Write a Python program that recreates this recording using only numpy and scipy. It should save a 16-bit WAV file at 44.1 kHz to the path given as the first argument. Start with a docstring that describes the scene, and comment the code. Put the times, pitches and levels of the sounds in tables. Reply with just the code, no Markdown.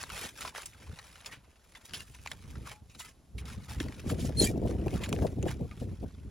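"""Foil rustles and snaps close to a phone: hands unfold a sheet and smooth it over stony forest ground.
Rustle is shaped noise with tiny buckles and ringing facets; snaps are filtered bursts around a pitch.
A palm squeals once (three wavering harmonics) and patches of the sheet sing as short single modes.
A rising breeze buffets the microphone as lumpy low noise with separate eddy bursts.
Faint noise stands for far leaves and air."""
import sys
import numpy as np
from scipy import signal
from scipy.fft import rfft, irfft, next_fast_len
from scipy.io import wavfile
from scipy.ndimage import uniform_filter1d, map_coordinates

SR = 44100
rng = np.random.default_rng(int(sys.argv[2]) if len(sys.argv) > 2 else 0)


def invert_db(x):
    """Field ratio 10**(x/20) for x, a level in decibels (scalar or array-like)."""
    u = np.asarray(x, float) / 20
    return 10 ** u


def pcm_store(signal):
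    """Save signal as 16-bit PCM."""
    levels = np.round(np.clip(np.atleast_2d(signal), -1, 1) * 32767)
    wavfile.write(sys.argv[1], SR, levels.astype(np.int16).T)


N = 277830

# sheet stirring in the hands between strokes: t/s, relative rustle level/dB, tilt/(dB per octave)
STIRRING = [(0, -44.5, -2), (.6, -74, 8), (.75, -54.5, -2.5), (1.2, -53.5, -1), (1.42, -66, -4.5),
            (1.7, -63, 1), (1.9, -58.5, -2.5), (2.1, -59.5, 3), (2.6, -59, -1.5), (2.82, -75, 2),
            (3.0, -66, 8), (3.16, -79, 3), (3.36, -78, 8), (3.42, -57, -11), (3.62, -55, -1),
            (4.15, -50, -3), (4.56, -58, -4.5), (5.1, -50, -3), (5.35, -58, -1), (5.8, -60.5, -1.5),
            (6.3, -65, -2.5)]
# hand strokes over the sheet: start/s, hold/s, relative rustle level/dB, tilt/(dB per octave)
HAND_STROKES = [(0, 0.02, -39.5, -1), (0.12, 0.017, -47.5, -1.2), (0.155, .11, -35.5, -0.7),
                (.39, 0.094, -41, -0.9), (0.557, 0.074, -41, -2), (0.673, 0.014, -54, 3.5),
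                (1.256, 0.02, -42.5, -3), (1.317, 0.0059, -44, -0.5), (1.759, 0.0088, -53.5, -1.5),
                (1.853, 0.0094, -49.5, 2.2), (1.963, 0.049, -43, 0), (2.144, 0.0071, -47.5, -1.5),
                (2.261, 0.021, -51, 0), (2.314, 0.0099, -51.5, -4.5), (2.431, 0.097, -55.5, -1.7),
                (2.666, 0.058, -41.5, -2.5), (2.998, 0.0068, -43, 4), (3.054, 0.037, -48, 0),
                (3.387, 0.007, -47.5, 2), (3.477, .06, -45.5, -1), (3.697, .04, -43, -1),
                (3.812, 0.02, -43, -1.5), (4.093, 0.012, -35.5, 2.5), (4.208, 0.059, -43, 4),
                (4.409, 0.062, -33.5, 5.5), (4.673, 0.04, -49, 0), (4.915, 0.063, -46, -0.5),
                (5.02, 0.036, -42, -3), (5.126, 0.01, -50.5, 11), (5.185, 0.081, -55, 3.5),
                (5.477, 0.037, -40, -2.5), (5.722, 0.018, -60, -5), (5.8, 0.041, -57, 4.5)]
# snapping creases: t/s, relative level/dB, centre f/Hz, t60/s
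CREASE_SNAPS = [(0.0304, -21.5, 10500, 0.02), (0.0375, -21.5, 1070, 0.019), (0.094, -30, 2730, 0.027),
                (0.1006, -28, 1330, 0.045), (0.1342, -57, 2600, 0.028), (0.3935, -46, 1340, 0.021),
                (0.408, -25.5, 3730, 0.041), (0.418, -28, 1480, 0.044), (0.4507, -24.5, 1120, 0.043),
                (0.4774, -25.5, 2320, 0.035), (0.492, -35, 5700, 0.035), (0.5497, -26.5, 1170, 0.027),
                (0.5596, -29, 1600, 0.063), (0.5831, -27, 1100, 0.022), (0.62, -28.5, 4370, 0.033),
                (0.632, -31.5, 2720, 0.029), (0.6582, -25, 7600, 0.048), (0.896, -39, 1410, 0.034),
                (0.9883, -30, 1300, 0.047), (1.2055, -40, 1270, 0.047), (1.2469, -34, 2360, 0.029),
                (1.2602, -27.5, 5200, 0.056), (1.3225, -33.5, 1690, 0.13), (1.7507, -35, 1850, 0.057),
                (1.8948, -37, 2360, 0.033), (1.909, -37, 1700, 0.037), (1.936, -23, 2880, 0.036),
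                (1.942, -25, 3200, 0.11), (2.0053, -28, 2800, 0.026), (2.147, -39.5, 2710, 0.042),
                (2.2616, -24, 1060, 0.021), (2.2738, -21.5, 2040, 0.031), (2.316, -19.5, 2110, 0.025),
                (2.555, -38, 1100, 0.046), (2.8957, -47.5, 2540, 0.2), (2.9484, -40, 2780, 0.052),
                (3.003, -32, 2070, 0.06), (3.3808, -33, 2330, 0.077), (3.455, -36, 2960, 0.042),
                (3.8017, -21.5, 2130, 0.04), (3.8844, -34, 1980, 0.033), (3.9237, -32.5, 1490, 0.034),
                (3.9953, -36, 1820, 0.026), (4.0979, -26.5, 1260, 0.048), (4.2045, -35, 3560, 0.076),
                (4.6752, -35, 1160, 0.03), (4.711, -30.5, 1170, 0.03), (4.8816, -28, 1600, 0.031),
                (4.939, -33.5, 2830, 0.037), (4.9668, -37, 1130, 0.077), (5.0365, -22.5, 2300, 0.062),
                (5.0604, -28, 1600, 0.03), (5.0918, -25, 4450, 0.023), (5.1279, -15, 2450, 0.016),
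                (5.163, -30, 2170, 0.027), (5.1892, -32, 1510, 0.024), (5.2215, -34.5, 1220, 0.047),
                (5.268, -31, 2060, 0.03), (5.427, -27, 2710, 0.027), (5.4806, -29.5, 1760, 0.089),
                (5.7126, -36.5, 1170, 0.043), (5.7996, -46.5, 3080, 0.089)]
# palm sticking and slipping fast: t/s, pitch f/Hz, level/dB, 2nd harmonic level/dB, 3rd harmonic level/dB
PALM_SQUEAL = [(4.369, 4230, -44, -49, -75), (4.38, 4190, -36.5, -37, -60), (4.402, 4220, -26, -29, -66),
               (4.413, 4100, -37, -38, -66), (4.425, 4100, -33, -37, -65), (4.438, 4040, -34, -42, -64)]
# patches that sing for a moment: start/s, length/s, f/Hz, relative level/dB
SINGING_PATCHES = [(.13, .077, 2540, -48), (1.753, .037, 3500, -56), (1.991, .04, 2800, -48),
                   (1.995, .018, 4800, -50), (2.72, .11, 845, -59), (3.0, .017, 1000, -47.5),
                   (3.002, .11, 2030, -57), (3.005, .095, 1280, -59.5), (4.096, .022, 1220, -43),
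                   (4.39, .03, 10100, -33), (4.398, .04, 10750, -37), (4.402, .017, 9400, -33),
                   (4.42, .04, 6840, -29), (4.436, .032, 3200, -38), (4.438, .025, 11000, -34),
                   (4.44, .03, 4640, -37), (4.442, .045, 7700, -35), (4.445, .018, 12270, -38),
                   (4.46, .045, 2360, -38.5), (4.465, .04, 1880, -45), (5.709, .03, 2440, -55),
                   (5.712, .025, 1220, -49)]
# foil spectrum: f/Hz, relative density/dB
FOIL_SPECTRUM = [(150, -69), (400, -8), (900, -8), (2500, -6), (5000, -10), (7500, -8), (9000, -7),
                 (12000, -14.5), (13000, -18.5), (14500, -15.5), (16000, -26)]
# breeze between gusts: t/s, relative buffet level/dB, relative brightness of the upper part/dB
BREEZE = [(0, -52, -8), (.4, -63, 3.5), (.8, -55.5, -12.5), (1.05, -59.5, -6), (1.5, -67.5, -1),
          (1.85, -67, -1), (2.1, -51.5, -21), (2.45, -45.5, -23), (2.7, -52, -26), (2.95, -58, -4.5),
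          (3.25, -62, -8.5), (3.35, -47, -23), (3.95, -43.5, -8.5), (4.5, -42.5, -6), (5.3, -38, -12),
          (6.0, -43, -15.5), (6.3, -48, -21)]
# gusts: start/s, hold/s, relative buffet level/dB, relative brightness/dB
WIND_GUSTS = [(0.13, .02, -43.5, -29), (0.207, 0.047, -54, 9), (0.433, 0.046, -55, -6),
              (0.819, 0.04, -51.5, -2.5), (0.894, 0.037, -40.5, -40), (1.292, 0.11, -57, -5),
              (1.92, 0.098, -52, 3), (2.434, 0.074, -43.5, -16), (2.517, 0.068, -41, -6.5),
              (2.61, 0.053, -45, -12), (2.818, 0.055, -48, -33), (3.352, 0.17, -40, -24.5),
              (3.573, 0.012, -35, -31), (3.71, 0.021, -33.5, -24), (3.78, 0.11, -35, -7.5),
              (4.074, .08, -29.5, -5), (4.206, 0.068, -27.5, -6.5), (4.357, 0.027, -25.5, -15.5),
              (4.414, 0.048, -26, -0.5), (4.503, 0.041, -30, -2), (4.599, 0.072, -29.5, -3),
              (4.698, 0.058, -31.5, 2), (4.795, 0.041, -30, -7.5), (4.863, 0.026, -33, 3.5),
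              (4.925, 0.055, -31, -2.5), (5.088, 0.069, -32, 0.5), (5.197, 0.045, -28.5, 3.5),
              (5.272, 0.04, -36.5, 4.5), (5.377, 0.023, -31, -8.5), (5.433, 0.059, -31.5, -1.5),
              (5.598, 0.047, -35, -3.5), (5.82, 0.067, -38.5, 2), (5.923, 0.023, -38.5, -7),
              (6.035, 0.012, -40.5, 10.5), (6.2, 0.1, -41.5, -17)]
# single eddies bursting on the port: t/s, relative level/dB, starting f/Hz
EDDY_PUFFS = [(3.807, -21.5, 317), (3.849, -27, 250), (4.062, -20.5, 257), (4.117, -25, 337),
              (4.412, -21.5, 390), (4.434, -19, 252), (4.455, -27, 355), (4.501, -24, 352),
              (4.546, -22, 382), (4.578, -28.5, 320), (4.617, -24.5, 450), (4.643, -27.5, 370),
              (4.693, -26, 538), (4.715, -23, 355), (4.809, -26, 250), (5.07, -27, 250), (5.119, -21, 250),
              (5.198, -24, 252), (5.224, -19, 268), (5.44, -21.5, 377), (5.595, -33.5, 260)]
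# buffet spectrum: f/Hz, relative density/dB
BUFFET_SPECTRUM = [(15, -74), (28, -12), (40, -7.5), (62, 4), (85, 1), (130, -2.5), (250, -8.5),
                   (450, -17.5), (700, -30), (1000, -47.5), (1500, -70.5)]
# reach of brightness into the buffet: f/Hz, share/1
BRIGHTNESS_REACH = [(120, 0), (350, 0.7), (700, 1.3)]
# forest spectrum: f/Hz, relative density/dB
FOREST_SPECTRUM = [(20, 2.5), (60, 19.5), (200, -22.5), (600, -0.5), (2000, -13), (6000, -14.5),
                   (12000, -16.5), (16000, -39)]
# ports, airborne sound: f/Hz, left lead/rad
PORT_LEAD = [(0, 0), (1800, 0), (3300, .6), (5400, .2), (6000, -.8), (7000, -.3), (8300, -3.1),
             (10400, -6.1), (11600, -6.5), (12700, -9.4), (14400, -9.45), (15200, -12.6), (16600, -12.6)]
# ports, airborne sound: f/Hz, left-right likeness/1
PORT_LIKENESS = [(100, .87), (700, .72), (1600, .84), (4000, .83), (6500, .6), (8500, .93), (11000, .97),
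                 (12700, .995)]
# ports, airborne sound: f/Hz, left minus right/dB
PORT_LEAN = [(200, -.8), (700, -3), (1100, 0), (4000, -.6), (12000, -.2)]
# ports, wind: f/Hz, left lead/rad
WIND_PORT_LEAD = [(40, .2), (250, .35), (800, 1.05)]
# ports, wind: f/Hz, left minus right/dB
WIND_PORT_LEAN = [(250, 0), (450, 2), (800, 10.5)]

STROKE_BASE_RISE_DB_PER_S, STROKE_FALL_DB_PER_S = 330, 404
FLICK_S = 0.023  # a shorter stroke rises at more than twice the base rate
GUST_RISE_DB_PER_S, GUST_FALL_DB_PER_S = 502, 350
# chance pops of small creases: level over the stirring, scatter per e-fold, pitch range, decay
POP_OVER_DB, POP_SCATTER_DB, POP_LOW_HZ, POP_HIGH_HZ, POP_T60_S = 9.5, 1.5, 1100, 4000, 0.039
TOP_HZ = 15900
TIMES_S = np.arange(0, N / SR + .01, .002)


def rustle():
    """Dense tiny buckles and ringing facets over sliding noise, clumped in time and patchy in pitch."""
    hands = rubbing()
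    level_db, _ = curves(hands, np.arange(N) / SR)
    chance, size = rng.random((2, N))
    buckles = (chance < 500 / SR) * invert_db(-4.5 * np.log(size + .02))  # about 500 a second
    t = np.arange(SR // 100) / SR
    ring = invert_db(-60 * t / .006) * rng.standard_normal(len(t))  # t60 6 ms
    crackle = unit(signal.fftconvolve(buckles, ring)[:N])
    sliding = rng.standard_normal(N)
    raw = 1.1 * crackle + .4 * facets(count=3500) + sliding
    raw = raw * invert_db(1.5 * wobble(40) + 1.5 * wobble(120))

    def colour_db(hz, t):
        octaves = np.log2((np.minimum(hz, 7000) + 200) / 3000)
        tilt_db = curves(hands, t)[1] * octaves
        patches = field((len(hz), len(t)), 2, 5)
        return along(FOIL_SPECTRUM, hz) + tilt_db + 2.67 * patches

    return invert_db(level_db - 4.0) * unit(painted(raw, colour_db, size=512))


def rubbing():
    """Rows (t/s, relative rustle level/dB, tilt/(dB per octave)): stirring plus strokes, flicks more abrupt."""
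    hold_s = np.maximum(np.transpose(HAND_STROKES)[1, :, None], .005)
    rise_db_per_s = STROKE_BASE_RISE_DB_PER_S * (1 + FLICK_S / hold_s)
    return swells(STIRRING, HAND_STROKES, rise_db_per_s, STROKE_FALL_DB_PER_S)


def facets(count):
    """Small flat facets between creases, each ringing at its own pitch for a few dozen cycles."""
    start, pitch, life, size = rng.random((count, 4)).T[..., None]
    hz = 800 * 14 ** pitch
    t = np.arange(1200) / SR
    t60_s = np.minimum((25 + 60 * life) / hz, .035)
    decay = invert_db(-5 * np.log(size + 0.11) - 60 * t / t60_s)
    onset = 1 - np.exp(-t / 0.000068)
    rings = decay * onset * np.sin(2 * np.pi * hz * t)
    at = (start * N).astype(int) + np.arange(len(t))
    return unit(np.bincount(at.ravel(), rings.ravel())[:N])


def snaps():
    """Creases crack around a pitch and ring a few facets; slow folds crack less and shiver longer."""
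    out, t = np.zeros(N + 4096), np.arange(4096) / SR
    hz = np.fft.rfftfreq(len(t), 1 / SR)

    def band(centre_hz, width_hz):
        damping = 1j * hz * width_hz
        return damping / (centre_hz ** 2 - hz ** 2 + damping)

    edge = invert_db(-7.0) * (1j * hz / (8000 + 1j * hz)) ** 2  # high-passed share of the burst
    foil = invert_db(.5 * along(FOIL_SPECTRUM, hz))
    for s, db, centre_hz, t60_s in CREASE_SNAPS + pops(count=130):
        noise = rng.standard_normal((2, len(t)))
        modes = np.append(0, rng.normal(0.32, 0.527, 4))  # log pitch ratios
        t60_s = max(t60_s, .005)
        sharp = np.clip(.03 / t60_s, 0, 1) ** 1.5
        shiver = (1 - np.exp(-t / 0.00096)) * invert_db(-60 * t / t60_s)
        burst = sharp * invert_db(-60 * t / .0045) * noise[0] + .3 * shiver * noise[1]
        rings = sum(band(centre_hz * np.exp(m), 230) for m in modes)
        response = band(centre_hz, 2.47 * centre_hz) + 2.75 * rings + edge
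        crack = irfft(rfft(burst) * response * foil, len(t))
        out[round(s * SR):][:len(t)] += invert_db(db - 3.0) * crack / np.abs(crack).max()
    return out[:N]


def pops(count):
    """Rows like the crease snaps, at random moments, their level following the stirring."""
    when, size, pitch = rng.random((count, 3)).T
    s = when * N / SR
    db = curves(STIRRING, s)[0] + POP_OVER_DB - POP_SCATTER_DB * np.log(size + 0.028)
    centre_hz = POP_LOW_HZ * (POP_HIGH_HZ / POP_LOW_HZ) ** pitch
    return [(*row, POP_T60_S) for row in zip(s, db, centre_hz)]


def squeal():
    """Stick-slip gives a wavering pitch with two overtones."""
    t = np.arange(N) / SR
    hz, *levels_db = curves(PALM_SQUEAL, t)
    start_s, end_s = PALM_SQUEAL[0][0], PALM_SQUEAL[-1][0]
    on = np.clip(np.minimum(t - start_s, end_s - t) / 0.0025, 0, 1)
    phase = 2 * np.pi * np.cumsum(hz + 25 * wobble(220)) / SR
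    harmonics = sum(invert_db(db) * np.sin(k * phase) for k, db in enumerate(levels_db, 1))
    return np.sqrt(2) * on * invert_db(2.4 * wobble(150)) * harmonics


def singing():
    """A rubbed patch holds one mode, swelling fast and fading, rough in level and phase."""
    out = np.zeros(N)
    for s, length_s, hz, db in SINGING_PATCHES:
        i = round(s * SR) + np.arange(round(length_s * SR))
        u = np.linspace(0, 1, len(i))
        knots = rng.standard_normal((2, 64))
        rough = [np.interp(u * length_s * 250, np.arange(64), r) for r in knots]  # 250 knots/s
        phase = 2 * np.pi * hz * u * length_s + hz / 4000 * rough[0]
        level = invert_db(db + np.sqrt(hz / 400) * rough[1])
        out[i] += level * np.sin(np.pi * u ** .5) * np.sin(phase)
    return out


def ground(x):
    """Stones, legs and the moving hands scatter the sound with phases that keep drifting."""
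    z = signal.stft(x, nperseg=256)[2]
    drift_rad = 2.2 * field(z.shape, 4, 24)
    return signal.istft(z * np.exp(1j * drift_rad), nperseg=256)[1][:N]


def wind():
    """Eddies hit the ports in lumps; the brightness curve and a quick flutter move their upper part."""
    air, t_s = blowing(), np.arange(N) / SR
    level_db, _ = curves(air, t_s)
    lumps = invert_db(.8 * wobble(25) + 3.5 * np.tanh(wobble(70)))
    flutter_db = 5.1 * np.tanh(wobble(50)) + 5.9 * np.tanh(wobble(100))

    def bright_db(hz, t):
        return along(BRIGHTNESS_REACH, hz) * (curves(air, t)[1] + 8 + np.interp(t, t_s, flutter_db))

    eddies = filtered(lumps * rng.standard_normal((2, N)), lambda hz: invert_db(along(BUFFET_SPECTRUM, hz)))
    body_rms = filtered(eddies, lambda hz: hz < 200).std()
    eddies = painted(eddies, bright_db, size=256) / body_rms
    common, unrelated = invert_db(level_db - 2.5) * eddies
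    likeness = [(40, 0.88), (300, 0.92)]  # f/Hz, likeness/1
    return ports(common + puffs(), unrelated, likeness, WIND_PORT_LEAD, WIND_PORT_LEAN)


def blowing():
    """Rows (t/s, relative buffet level/dB, relative brightness/dB) of breeze and gusts together."""
    return swells(BREEZE, WIND_GUSTS, GUST_RISE_DB_PER_S, GUST_FALL_DB_PER_S)


def puffs():
    """A single strong eddy bursts on the port: a few quick low cycles that sink in pitch."""
    out, t = np.zeros(N + SR), np.arange(SR // 20) / SR
    envelope = np.exp(1) * t / 0.0049 * np.exp(-t / 0.003)
    for s, db, hz in EDDY_PUFFS:
        swing = np.sin(2 * np.pi * hz * t * (1 - 6 * t) + rng.uniform(0, np.pi))
        out[round(s * SR):][:len(t)] += invert_db(db - 1.0) * envelope * swing
    return out[:N]


def forest():
    """Far leaves and air: smooth, faint shaped noise."""
    air = filtered(rng.standard_normal((2, N)), lambda hz: invert_db(along(FOREST_SPECTRUM, hz)))
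    return invert_db(-65.5 + 0.19 * wobble(2.8)) * unit(air)


def ports(x, other, alike, lead, lean):
    """Two ports hear x, each plus or minus a share of an unrelated sound, with their own lag and level."""
    side = np.array([[1], [-1]])  # left, right

    def turn(hz):
        return np.arccos(np.clip(along(alike, hz), 0, 1)) / 2

    def offset(hz):
        return invert_db(side * along(lean, hz) / 2) * np.exp(.5j * side * along(lead, hz))

    shared = filtered(x, lambda hz: np.cos(turn(hz)))
    apart = filtered(other, lambda hz: np.sin(turn(hz)))
    return filtered(shared + side * apart, offset)


def swells(steady, events, rise_db_per_s, fall_db_per_s):
    """Events rise, hold and fall over a steady level; powers add and weight the colour."""
    start, hold, db, colour = np.transpose(events)[..., None]
    steady_db, steady_colour = curves(steady, TIMES_S)
    before_s = np.maximum(start - TIMES_S, 0)
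    after_s = np.maximum(TIMES_S - start - hold, 0)
    each_db = db - rise_db_per_s * before_s - fall_db_per_s * after_s
    power, steady_power = invert_db(2 * each_db), invert_db(2 * steady_db)
    total = power.sum(0) + steady_power
    mean_colour = ((power * colour).sum(0) + steady_power * steady_colour) / total
    return np.transpose([TIMES_S, 10 * np.log10(total), mean_colour])


def field(shape, across, lasting):
    """A random map over frequency and time, smooth over so many bins and frames."""
    over_bins = uniform_filter1d(rng.standard_normal(shape), across, 0)
    return unit(uniform_filter1d(over_bins, lasting, 1))


def painted(x, gain_db, size):
    """x with a gain that depends on frequency and time."""
    hz, t, z = signal.stft(x, SR, nperseg=size)
    return signal.istft(z * invert_db(gain_db(hz[:, None], t)), SR, nperseg=size)[1][..., :N]


def filtered(x, response):
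    """x through a complex response of frequency."""
    m = next_fast_len(N + 8192)
    return irfft(rfft(x, m) * response(np.fft.rfftfreq(m, 1 / SR)), m)[..., :N]


def wobble(rate):
    """A smooth random curve, rate knots a second."""
    knots = rng.standard_normal(int(N * rate / SR) + 4)
    return map_coordinates(knots, [np.arange(N) * rate / SR])


def curves(rows, t):
    """Each column after the time, read at times t."""
    s, *cols = np.transpose(rows)
    return [np.interp(t, s, c) for c in cols]


def along(points, hz):
    """(f/Hz, value) points read on a log axis."""
    f, v = np.transpose(points)
    return np.interp(np.log(hz + 1), np.log(f + 1), v)


def unit(x):
    """Scaled to rms 1."""
    return x / np.sqrt(np.mean(x ** 2) + 1e-20)


def scene():
    """Foil and forest reach both ports through the air; the wind acts on them directly."""
    foil = rustle() + snaps() + squeal() + singing()
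    air = forest()
    airborne = ports(foil + air[0], ground(foil) + air[1], PORT_LIKENESS, PORT_LEAD, PORT_LEAN)
    return airborne + wind()


def roll_off(x):
    """The treble ends steeply here."""
    return signal.sosfilt(signal.butter(12, 17010, fs=SR, output="sos"), x)


def record(dry):
    """The phone keeps nothing above its band limit."""
    mix = filtered(dry, lambda hz: hz < TOP_HZ)
    return roll_off(mix)


dry = scene()
out = record(dry)
pcm_store(out)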